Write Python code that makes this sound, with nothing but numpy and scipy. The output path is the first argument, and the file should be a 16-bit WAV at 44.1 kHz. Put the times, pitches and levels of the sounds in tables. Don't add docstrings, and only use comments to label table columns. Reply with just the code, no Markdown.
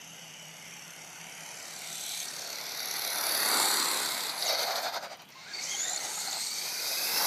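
import sys
import numpy as np
from scipy import signal
from scipy.fft import rfft, irfft
from scipy.io import wavfile
from scipy.ndimage import uniform_filter1d

SR = 44100
rng = np.random.default_rng(int(sys.argv[2]) if len(sys.argv) > 2 else 0)


def generate_wav(signal):
    frames = np.transpose(np.atleast_2d(signal))
    scaled = np.clip(frames, -1, 1) * 32767
    pcm = np.round(scaled).astype(np.int16)
    wavfile.write(sys.argv[1], SR, pcm)


def elevation(decibels):
    levels = np.asarray(decibels, float)
    return 10 ** (levels / 20)


N = 320166

# start_s, roar_db, slide (0-1), roar_hz
TYRES = [(0.0, -61.5, 0.06, 690), (1.2, -56, 0, 770), (2.15, -53, 0.06, 725), (2.77, -48.5, 0.08, 750),
         (3.54, -37, 0.03, 846), (3.82, -38, 0, 950), (4.3, -45, 0.03, 840), (4.41, -44.5, 0.27, 674),
         (4.5, -36, 0.74, 754), (4.97, -36, 0.83, 770), (5.1, -45, 0.8, 710), (5.3, -65, 0.4, 880),
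         (5.5, -56.5, 0.04, 710), (5.56, -51, 0, 730), (6.3, -49, 0.07, 800), (6.45, -53, 0.04, 815),
         (7.0, -46.5, 0, 730), (7.26, -37, 0.1, 840)]
# start_s, level_db, speed (0-1), nose_on (0-1), flank_on (0-1)
GEARS = [(0.0, -52.5, 0.93, 0.85, 0.26), (1.3, -49.5, 0.98, 0.73, 0.26), (1.65, -45, 0.87, 0.43, 0.1),
         (2.2, -42, 0.89, 0.25, 0.13), (2.7, -37.5, 0.74, 0.3, 0.9), (3.3, -33.5, 0.97, 0.13, 1),
         (3.6, -33.5, 1, 0.11, 0.03), (4.27, -39, 0.88, 0, 0.24), (4.35, -44.5, 1, 0.1, 0.6),
         (4.5, -33, 0.91, 0.05, 0.46), (4.97, -39.5, 0.35, 0.01, 0.5), (5.27, -60, 0.3, 0.23, 0.34),
         (5.52, -48, 0.1, 0.16, 0), (5.64, -38.5, 0.71, 0.54, 0.2), (6.1, -40.5, 0.82, 0.29, 0.01),
         (6.5, -38, 0.7, 0.27, 0.07), (6.75, -36.5, 0.86, 0.27, 0.5), (7.26, -29, 0.9, 0.3, 0.8)]
# centre_s, treble_change_db, half_length_s
SPRAYS = [
    (4.53, -9, 0.052),
    (4.62, 0, 0.016),
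    (4.7, -4, .02),
    (4.762, 6.5, 0.0079),
    (4.825, 8, .012),
    (4.945, 3, .015),
    (5.04, 7, 0.02),
    (5.125, 7, .015),
    (5.57, 2, 0.026),
]


def evened(x):
    return x / np.sqrt(np.mean(x ** 2) + 1e-20)


def ring(x, hz, width):
    turn = np.exp(2j * np.pi * np.cumsum(hz * np.ones(len(x))) / SR)
    r = np.exp(-np.pi * width / SR)
    once = signal.lfilter([1 - r], [1, -r], x / turn)
    twice = signal.lfilter([1 - r], [1, -r], once)
    return 2 * (turn * twice).real


def resonate(x, hz, width):
    return evened(ring(x, hz, width))


def columns(rows, t):
    s, *values = np.transpose(rows)
    at = np.clip(np.interp(t, s, np.arange(len(s))), 0, len(s) - 1 - 1e-9)
    row = at.astype(int)
    return [v[row] + np.diff(v)[row] * (at - row) for v in values]


def bells(rows, t):
    coarse = t[::40]
    swells = sum(db * np.exp(-.5 * ((coarse - s) / half) ** 2) for s, db, half in rows)
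    return np.interp(t, coarse, swells)


def wander(per_s, size=N):
    return evened(signal.lfilter(*signal.butter(2, per_s, fs=SR), rng.standard_normal(size)))


def crackle(spread_db):
    return evened(rng.standard_normal(N) * elevation(spread_db * wander(250)))


def street(t):
    # pitch_hz, density_db (dB per Hz)
    hush_rows = [(20, -42), (40, -46), (63, -19.5), (100, -9), (160, 1), (400, -8), (1000, -6),
                 (3000, -14.5), (6000, -25.5), (10500, -22), (15000, -24)]
    hz = np.fft.rfftfreq(N, 1 / SR)
    f, db = np.transpose(hush_rows)
    shape = elevation(np.interp(np.log(hz + 1), np.log(f), db))
    hush = irfft(rfft(rng.standard_normal(N)) * shape, N)
    hum = resonate(rng.standard_normal(N), 162.8, 10.3)
    stops_s, drop_db = 2.3, 23
    hum_db = -60 - drop_db / (1 + np.exp((stops_s - t) / 0.42))
    return elevation(-57) * evened(hush) + elevation(hum_db) * hum


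def brake(t):
    # centre_s, dip_db, half_length_s
    releases = [
        (4.57, 2.5, 0.01),
        (4.661, 2.5, 0.01),
        (4.742, 2.5, 0.015),
        (4.82, 5, 0.012),
        (4.915, 5.5, 0.016),
        (5.006, 8, 0.017),
        (5.088, 5, 0.016),
        (5.173, 6, 0.012),
        (5.266, 8, 0.015),
    ]
    return -bells(releases, t)


def knock(t, second=.6):
    # start_s, turns_per_s
    spin_rows = [
        (0, 33.66),
        (.7, 35.47),
        (1.6, 36.5),
        (3.3, 36.67),
        (3.7, 35.0),
        (4.3, 33.51),
    ]
    first_turn, lift_s = .41, 4.3
    slack = wander(10.7)
    turns = first_turn + np.cumsum(columns(spin_rows, t)[0]) / SR + 0.007 * slack
    angle = 2 * np.pi * turns
    tight = 1.5 * np.exp(4.5 * (np.cos(angle) - 1))
    weaker = second * (np.exp(3 * (np.cos(angle + 2.3) - 1)) - .3)
    shape = tight + weaker - .4
    hard_db = 3.5 + 4 * np.exp(-((t - 3.4) / 2.6) ** 2)
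    return np.where(t < lift_s, hard_db * shape, 1.56 * slack)


def tyres(t):
    # pitch_hz, half_width_hz
    tyre_rings = [
        (330, 254),
        (1450, 416),
        (2180, 410),
    ]
    # against_roar_db, lost_in_full_slide_db, gain_per_db_farther
    ring_laws = [
        (-4.5, 63, -0.49),
        (1.5, 6, -0.1656),
        (-0.5, 6.5, 0.3267),
    ]
    # centre_s, change_db,
    # half_length_s
    bumps = [
        (5.13, -0.5, 0.027),
        (5.22, 4.5, .02),
        (5.83, -3, .02),
        (5.92, 3, 0.014),
        (6.07, 5.5, 0.035),
        (6.17, 0.5, 0.022),
        (6.28, 4, 0.0059),
        (6.37, 8.5, 0.011),
    ]
    near_db, skid_share = -40, 0.41
    roar_db, slide, roar_hz = columns(TYRES, t)
    drive = crackle(0.89) * elevation(knock(t) / 5 + 1.5 * brake(t))
    skid = np.clip(skid_share * slide, 0, 1)
    rolling = (1 - skid) * resonate(drive, roar_hz, 425)
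    growl = 2 * skid * resonate(drive, 0.91 * roar_hz, 260)
    rings = (rolling + growl) * elevation(bells(bumps, t))
    signs = (-1, -1, 1)
    for sign, (hz, half), (db, slide_db, far) in zip(signs, tyre_rings, ring_laws):
        ring_db = db - slide_db * slide + far * (near_db - roar_db)
        rings += sign * elevation(ring_db) * resonate(drive, hz, 2 * half)
    return elevation(roar_db - 1.0) * rings


def rumble(t):
    roar_db, slide, _ = columns(TYRES, t)
    shocks = signal.sosfilt(signal.butter(4, 110, "high", fs=SR, output="sos"), crackle(2.1))
    return elevation(roar_db - 21.5 - 27 * slide) * resonate(shocks, 191, 113)


def part_db(t, index):
    # level_db, nose_on_db, flank_on_db, lost_at_standstill_db
    part_laws = [
        (0.44, -17.5, -1.8, 0.5),
        (-8.5, 10, -2.5, -1.5),
        (3, -10, -21, 14),
        (-2.5, -6.5, 2.5, 37.5),
        (-1, -18.5, -5, 9),
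        (-17.5, 17, -26, 29),
    ]
    level_db, speed, nose, flank = columns(GEARS, t)
    db, nose_db, flank_db, still_db = part_laws[index]
    return level_db + db + nose_db * nose + flank_db * flank - still_db * (1 - speed)


def gears(t):
    # start_s, closing_m_per_s
    closing = [
        (0, 19),
        (3.55, 6.5),
        (3.95, -6),
        (4.28, 3),
        (4.4, 9),
        (5.2, -1),
        (6.2, 8),
        (7.26, 16),
    ]
    # pitch_hz, flank_on_shift_hz, standstill_shift_hz
    part_pitches = [
        (4373, -58, 75),
        (7820, 200, -200),
        (10600, 111, 900),
    ]
    half_widths = [590, 710, 1220, 1150]
    second_knock = [
        [0.76],
        [0.5],
        [0.68],
        [0.48],
    ]
    sound_m_per_s, lift_s = 343, 4.3
    *_, speed, _, flank = columns(GEARS, t)
    doppler = 1 + columns(closing, t)[0] / sound_m_per_s
    chassis_hz, shafts_hz, teeth_hz = [(hz + shift * flank + slow * (1 - speed)) * doppler
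                                       for hz, shift, slow in part_pitches]
    drive = crackle(0.96)
    beat = knock(t, np.array(second_knock))
    spray_db = bells(SPRAYS, t)
    parts = [(chassis_hz, .45), (6024, .9), (shafts_hz, .35), (teeth_hz, .7)]  # Hz, share of the knock
    rings = 0
    for k, ((hz, share), half) in enumerate(zip(parts, half_widths)):
        blows = np.roll(drive, k // 3 * SR) * elevation(share * beat[k])
        level = elevation(part_db(t, k) + k // 2 * spray_db)
        rings = rings + (-1) ** k * level * resonate(blows, hz, 2 * half)
    for k, tap_db in ((1, 7.5), (3, 3)):
        hz = parts[k][0] * (1 + .045 * wander(60))
        tone = np.cos(2 * np.pi * np.cumsum(hz) / SR)
        tap = elevation(part_db(t, k) + tap_db + 1.95 * (beat[k] - beat[k].max()))
        rings += tap * tone * (t < lift_s)
    return elevation(1.66 * brake(t) - 0.38) * rings


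def grit(t):
    db = part_db(t, index=4) + 0.94 * (columns(GEARS, t)[0] + 35)
    level = elevation(db + 1.3 * brake(t) + 0.13 * knock(t) + bells(SPRAYS, t))
    return level * resonate(crackle(2.5), 12900, 4300)


def motor_can(t):
    db = part_db(t, index=5) - 0.75 * (columns(GEARS, t)[0] + 35)
    return elevation(db - 7.5 + 0.52 * brake(t)) * resonate(crackle(1.3), 2894, 540)


def clack(s, peak_db, hz, t60, width):
    t = np.arange(1300) / SR
    burst = rng.standard_normal(len(t)) * elevation(-60 * t / t60) * np.minimum(t / 0.00069, 1)
    rattle = resonate(burst, hz, width)
    return s, elevation(peak_db) * rattle / abs(rattle).max()


def whine(rows):
    t = np.arange(rows[0][0], rows[-1][0], 1 / SR)
    hz, first_db, second_db = columns(rows, t)
    hz = hz * (1 + (.006 + hz / 3e5) * wander(40, len(t)))
    chatter_db = (1 + hz ** 2 / 5e6) * np.minimum(wander(45, len(t)), 1.1)
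    first_width, second_width = 80 * (hz.mean() / 2300) ** 2 + 20, hz.mean() ** 2 / 28000
    first = elevation(first_db) * resonate(rng.standard_normal(len(t)), hz, first_width)
    second = elevation(second_db) * resonate(rng.standard_normal(len(t)), 2 * hz, second_width)
    return rows[0][0], elevation(chatter_db) * (first + second) * signal.windows.tukey(len(t), .04)


def chirp(s, peak_db, hz, sweep_hz):
    half_s = 0.0019 * (7000 / hz) ** 0.44
    u = np.linspace(-3, 3, round(6 * half_s * SR))
    ragged = 1 + .3 * evened(uniform_filter1d(rng.standard_normal(4000), size=30))[:len(u)]
    tone = np.sin(2 * np.pi * np.cumsum(hz + sweep_hz * u / 3) / SR)
    return s - 3 * half_s, elevation(peak_db - 1.5) * np.exp(-.5 * u ** 2) * ragged * tone


def add(mix, s, sound):
    part = mix[round(s * SR):][:len(sound)]
    part += sound[:len(part)]


def scatter(x):
    _, _, z = signal.stft(x, SR, nperseg=1024, noverlap=768)
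    streaks = uniform_filter1d(rng.standard_normal(z.shape), size=4, axis=0)
    streaks = uniform_filter1d(uniform_filter1d(streaks, size=20, axis=1), size=12, axis=1)
    streaked = z * elevation(2.2 * evened(streaks) - .6)
    return signal.istft(streaked, SR, nperseg=1024, noverlap=768)[1][:N]


def path(truck, around, t):
    # start_s, end_s, from_hz, to_hz, depth
    notches = [(-.3, 1.5, 4120, 3950, .38), (6.65, 7.5, 4600, 5150, -.4), (6.25, 6.32, 4250, 4250, -.7),
               (6.335, 6.39, 4200, 4200, -.5), (3.1, 3.95, 4750, 4450, -.6), (3.45, 4.05, 1000, 1120, -.5),
               (1.3, 1.7, 3950, 3250, .45), (3.3, 3.85, 2150, 2780, .85), (3.95, 4.4, 2250, 2350, .5),
               (3.0, 3.7, 3250, 2900, .4), (4.8, 5.1, 1750, 1900, .5), (5.0, 5.28, 2100, 2200, .6),
               (5.05, 5.3, 4600, 5200, -.4), (5.05, 5.45, 3550, 3580, .45), (4.9, 5.3, 2600, 2620, .4),
               (5.2, 5.45, 1350, 1400, .55), (-.3, 1.7, 4970, 4980, .42), (1.6, 2.55, 4960, 4950, .72),
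               (2.5, 3.2, 4990, 5050, .3), (5.15, 5.6, 5000, 4950, .4), (5.5, 6.4, 4950, 4950, .22),
               (6.4, 6.9, 5050, 5080, .38), (5.08, 5.27, 1250, 1120, -.9), (4.4, 4.65, 2200, 2150, -.5),
               (3.05, 3.6, 11300, 10900, -.25), (5.77, 5.9, 8900, 7900, .7), (6.25, 7.4, 10850, 9950, .55),
               (5.1, 5.55, 9050, 8900, .45), (3.35, 4.35, 6520, 6200, .55), (1.3, 1.66, 7350, 8800, .75),
               (1.55, 1.95, 8650, 8700, .5), (4.35, 6.1, 7500, 8250, .45), (-.3, 1.5, 9600, 9600, .45),
               (2.25, 2.62, 12100, 10100, .8), (2.45, 3.45, 10000, 9200, .65),
               (4.85, 5.55, 10200, 10700, .62), (3.5, 3.95, 11950, 12500, .75),
               (3.8, 4.2, 12100, 11900, .5), (5.5, 6.25, 11700, 13400, .8)]
    # start_s, end_s, gain_db, cup_hz
    hand = (1.8, 2.26, 3, 3500)
    truck = signal.sosfilt(signal.butter(3, 230, "high", fs=SR, output="sos"), truck) + around
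    drift = 1 + wander(12.0) / 200
    flicker = 1 + .13 * wander(7)
    for start, end, from_hz, to_hz, depth in notches:
        on = (t > start) & (t < end)
        u = (t[on] - start) / (end - start)
        hz = (from_hz + (to_hz - from_hz) * u) * drift[on]
        fade = np.minimum(5 * np.minimum(u, 1 - u), 1)
        share = np.clip(depth * flicker[on], -1, .85) * fade
        truck[on] -= share * ring(truck[on], hz, .14 * from_hz)
    start, end, gain_db, cup_hz = hand
    cupped = np.clip((t - start) / 0.19, 0, 1) * np.clip((end - t) / 0.018, 0, 1)
    treble = signal.sosfilt(signal.butter(2, 2600, "high", fs=SR, output="sos"), truck)
    return truck + cupped * ((elevation(gain_db) - 1) * treble + 1.6 * ring(truck, cup_hz, 1240))


def scene():
    # start_s, peak_db, pitch_hz
    clacks = [(2.1186, -54, 3770), (2.201, -30, 6300), (2.2832, -31, 5860), (4.2943, -28, 4370),
              (4.378, -32.5, 4360), (4.4054, -43, 4290), (4.4228, -20.5, 4680), (4.756, -24.5, 4450),
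              (5.1976, -50, 4450), (5.3218, -44, 5500), (5.3564, -51, 4600), (5.536, -34, 4700),
              (5.638, -23.5, 6340), (6.311, -26, 6540), (6.3288, -30, 4370)]
    # start_s, pitch_hz, whine_db, second_partial_db
    whines = [
        [(4.45, 3670, -64, -42), (4.48, 2860, -52, -38.5), (4.53, 2270, -45, -41), (4.56, 2120, -70, -42)],
        [(5.32, 987, -72, -54), (5.37, 1042, -54, -58), (5.43, 1070, -58, -66)],
        [(5.42, 1370, -64, -72), (5.46, 1430, -55, -72), (5.49, 1670, -46, -71), (5.535, 1607, -47, -67)],
        [(5.532, 2290, -45, -41), (5.6, 2230, -50, -42), (5.64, 2280, -49, -66)],
        [(5.625, 2860, -73, -60), (5.72, 3200, -46, -44), (5.77, 3280, -51, -39), (5.81, 3440, -55, -35),
         (5.84, 3500, -58, -37), (5.88, 3560, -52, -43), (5.99, 3640, -59, -41)],
        [(5.1, 3170, -70, -80), (5.2, 3250, -78, -80), (5.3, 3320, -68, -80)],
        [(5.08, 3000, -71, -80), (5.2, 3000, -68, -80), (5.31, 3000, -69, -80)],
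        [(5.63, 2180, -54, -60), (5.7, 2106, -44.5, -58), (5.82, 2100, -54, -58)],
        [(5.835, 1800, -53, -53), (5.87, 1850, -41, -51), (5.9, 1980, -49, -54)],
        [(6.25, 2180, -62, -60), (6.29, 2180, -60, -55), (6.34, 2150, -62, -55)],
        [(6.0, 3200, -73, -44), (6.2, 3380, -75, -46), (6.33, 3800, -59, -58), (6.43, 4280, -48, -43),
         (6.5, 4100, -51, -52), (6.62, 4350, -78, -57)],
        [(5.9, 2020, -61, -49), (5.98, 2090, -50, -48.5), (6.06, 2060, -50, -61)],
        [(6.22, 1990, -75, -71), (6.42, 2147, -50, -43.5), (6.7, 2420, -53, -47), (7.1, 2580, -42, -40.5),
         (7.26, 2740, -53, -34)],
    ]
    # start_s, peak_db, pitch_hz
    ticks = [
        (5.1706, -47, 12700),
        (5.219, -42, 12700),
        (5.2525, -49, 13400),
        (5.2879, -42, 14200),
        (5.3023, -46, 13500),
    ]
    # centre_s, peak_db, pitch_hz, sweep_hz
    chirps = [(5.556, -35, 4430, -200), (5.591, -34.5, 2170, -100), (5.696, -31, 6330, 600),
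              (5.711, -33, 6800, -500), (5.727, -32, 6700, 400), (5.751, -35, 7200, 300),
              (5.768, -40, 6600, -300), (5.78, -35, 6960, -900), (5.808, -30, 6800, -600),
              (5.824, -26, 7000, -300), (5.834, -29, 6640, -600), (5.842, -31, 6570, 500),
              (5.853, -32, 7150, 300), (5.874, -30, 7000, 300), (5.883, -25, 6900, -900),
              (5.897, -25, 7040, 500), (5.91, -35, 7440, -600), (5.922, -29, 6900, -300),
              (5.935, -24, 7180, 300), (5.948, -30, 7070, 200), (5.963, -26, 6800, -700),
              (5.978, -29, 4370, -200), (6.005, -35, 6300, -300), (6.003, -35, 4300, 100),
              (6.118, -34, 6600, 200), (6.15, -34, 6600, 300), (6.192, -29, 7080, 300),
              (6.204, -31, 7000, -400), (6.243, -44, 6450, 0), (6.516, -37, 8400, -200),
              (6.33, -28, 7100, -900), (6.428, -40, 8600, 400), (6.47, -38, 8400, -300),
              (6.485, -36, 8000, -500), (6.742, -39, 6800, 600), (5.75, -39, 805, -38),
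              (5.917, -40, 753, 28), (6.179, -38, 1275, 20), (6.18, -39, 830, 20), (6.285, -33.5, 787, -28),
              (6.01, -37, 2070, 40), (6.068, -42.5, 3770, -100), (6.274, -40, 4270, 100),
              (6.298, -40, 4270, -100), (6.364, -35.5, 4200, 100), (6.415, -36, 4060, 300),
              (6.44, -32, 4770, 100), (6.52, -30, 4770, 200)]
    t = np.arange(N) / SR
    truck = scatter(tyres(t) + gears(t) + grit(t) + motor_can(t))
    for row in clacks:
        add(truck, *clack(*row, t60=0.032, width=760))
    for rows in whines:
        add(truck, *whine(rows))
    for row in ticks:
        add(truck, *clack(*row, t60=0.023, width=13000))
    for row in chirps:
        add(truck, *chirp(*row))
    mix = path(truck, street(t), t) + rumble(t)
    return np.array([mix, mix])


def case(x):
    # pitch_hz, sharpness, share_added
    case_rows = [
        (1100, 7.5, -0.3),
        (3200, 5.3, 0.66),
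        (3730, 11.3, 1),
        (4600, 116, 0.13),
        (1740, 4.2, -0.37),
    ]
    for hz, sharp, share in case_rows:
        x = x + share * signal.lfilter(*signal.iirpeak(hz, sharp, SR), x)
    return x


def thin_bands(x):
    # start_s, end_s, edge_hz
    narrowed = [(0, 1.4, 13300), (1.4, 2.05, 14500), (2.25, 2.56, 13700), (3.47, 4.16, 14050),
                (4.16, 4.3, 14600), (4.3, 4.62, 13900), (4.62, 5.1, 14250), (5.55, 5.85, 14900),
                (6.3, 7.0, 14750)]
    hz, t, z = signal.stft(x, SR, nperseg=1024, noverlap=768)
    hz = hz[:, None]
    chance = rng.standard_normal((65, len(t) // 6 + 1)).repeat(8, 0).repeat(6, 1)[:len(hz), :len(t)]
    edge_hz = 15600 - sum((15600 - f) * (t >= a) * (t < b) for a, b, f in narrowed)
    ragged_hz = (130 + 350 * (t < 2.6)) * chance * abs(chance)
    keep = hz < np.minimum(uniform_filter1d(edge_hz, size=24) - 50 + ragged_hz, 15450)
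    keep |= (abs(hz - 15250) < 110) & (chance[-1] > -.1) & (abs(t - 4.87) > .19)
    power = uniform_filter1d(abs(z) ** 2, size=12, axis=1)
    around = uniform_filter1d(power, size=30, axis=0)
    weak = uniform_filter1d(power, size=2, axis=0) < elevation(-16.5 + hz / 4000 + 1.5 * chance) * around
    keep &= ~weak | (hz < 3500)
    return signal.istft(z * np.maximum(keep, 1e-3), SR, nperseg=1024, noverlap=768)[1][:N]


def band_limit(x):
    return signal.sosfilt(signal.butter(12, 15680, fs=SR, output="sos"), x)


def record(dry):
    x = thin_bands(case(dry[0]))
    return band_limit(np.array([x, x]))


dry = scene()
out = record(dry)
generate_wav(out)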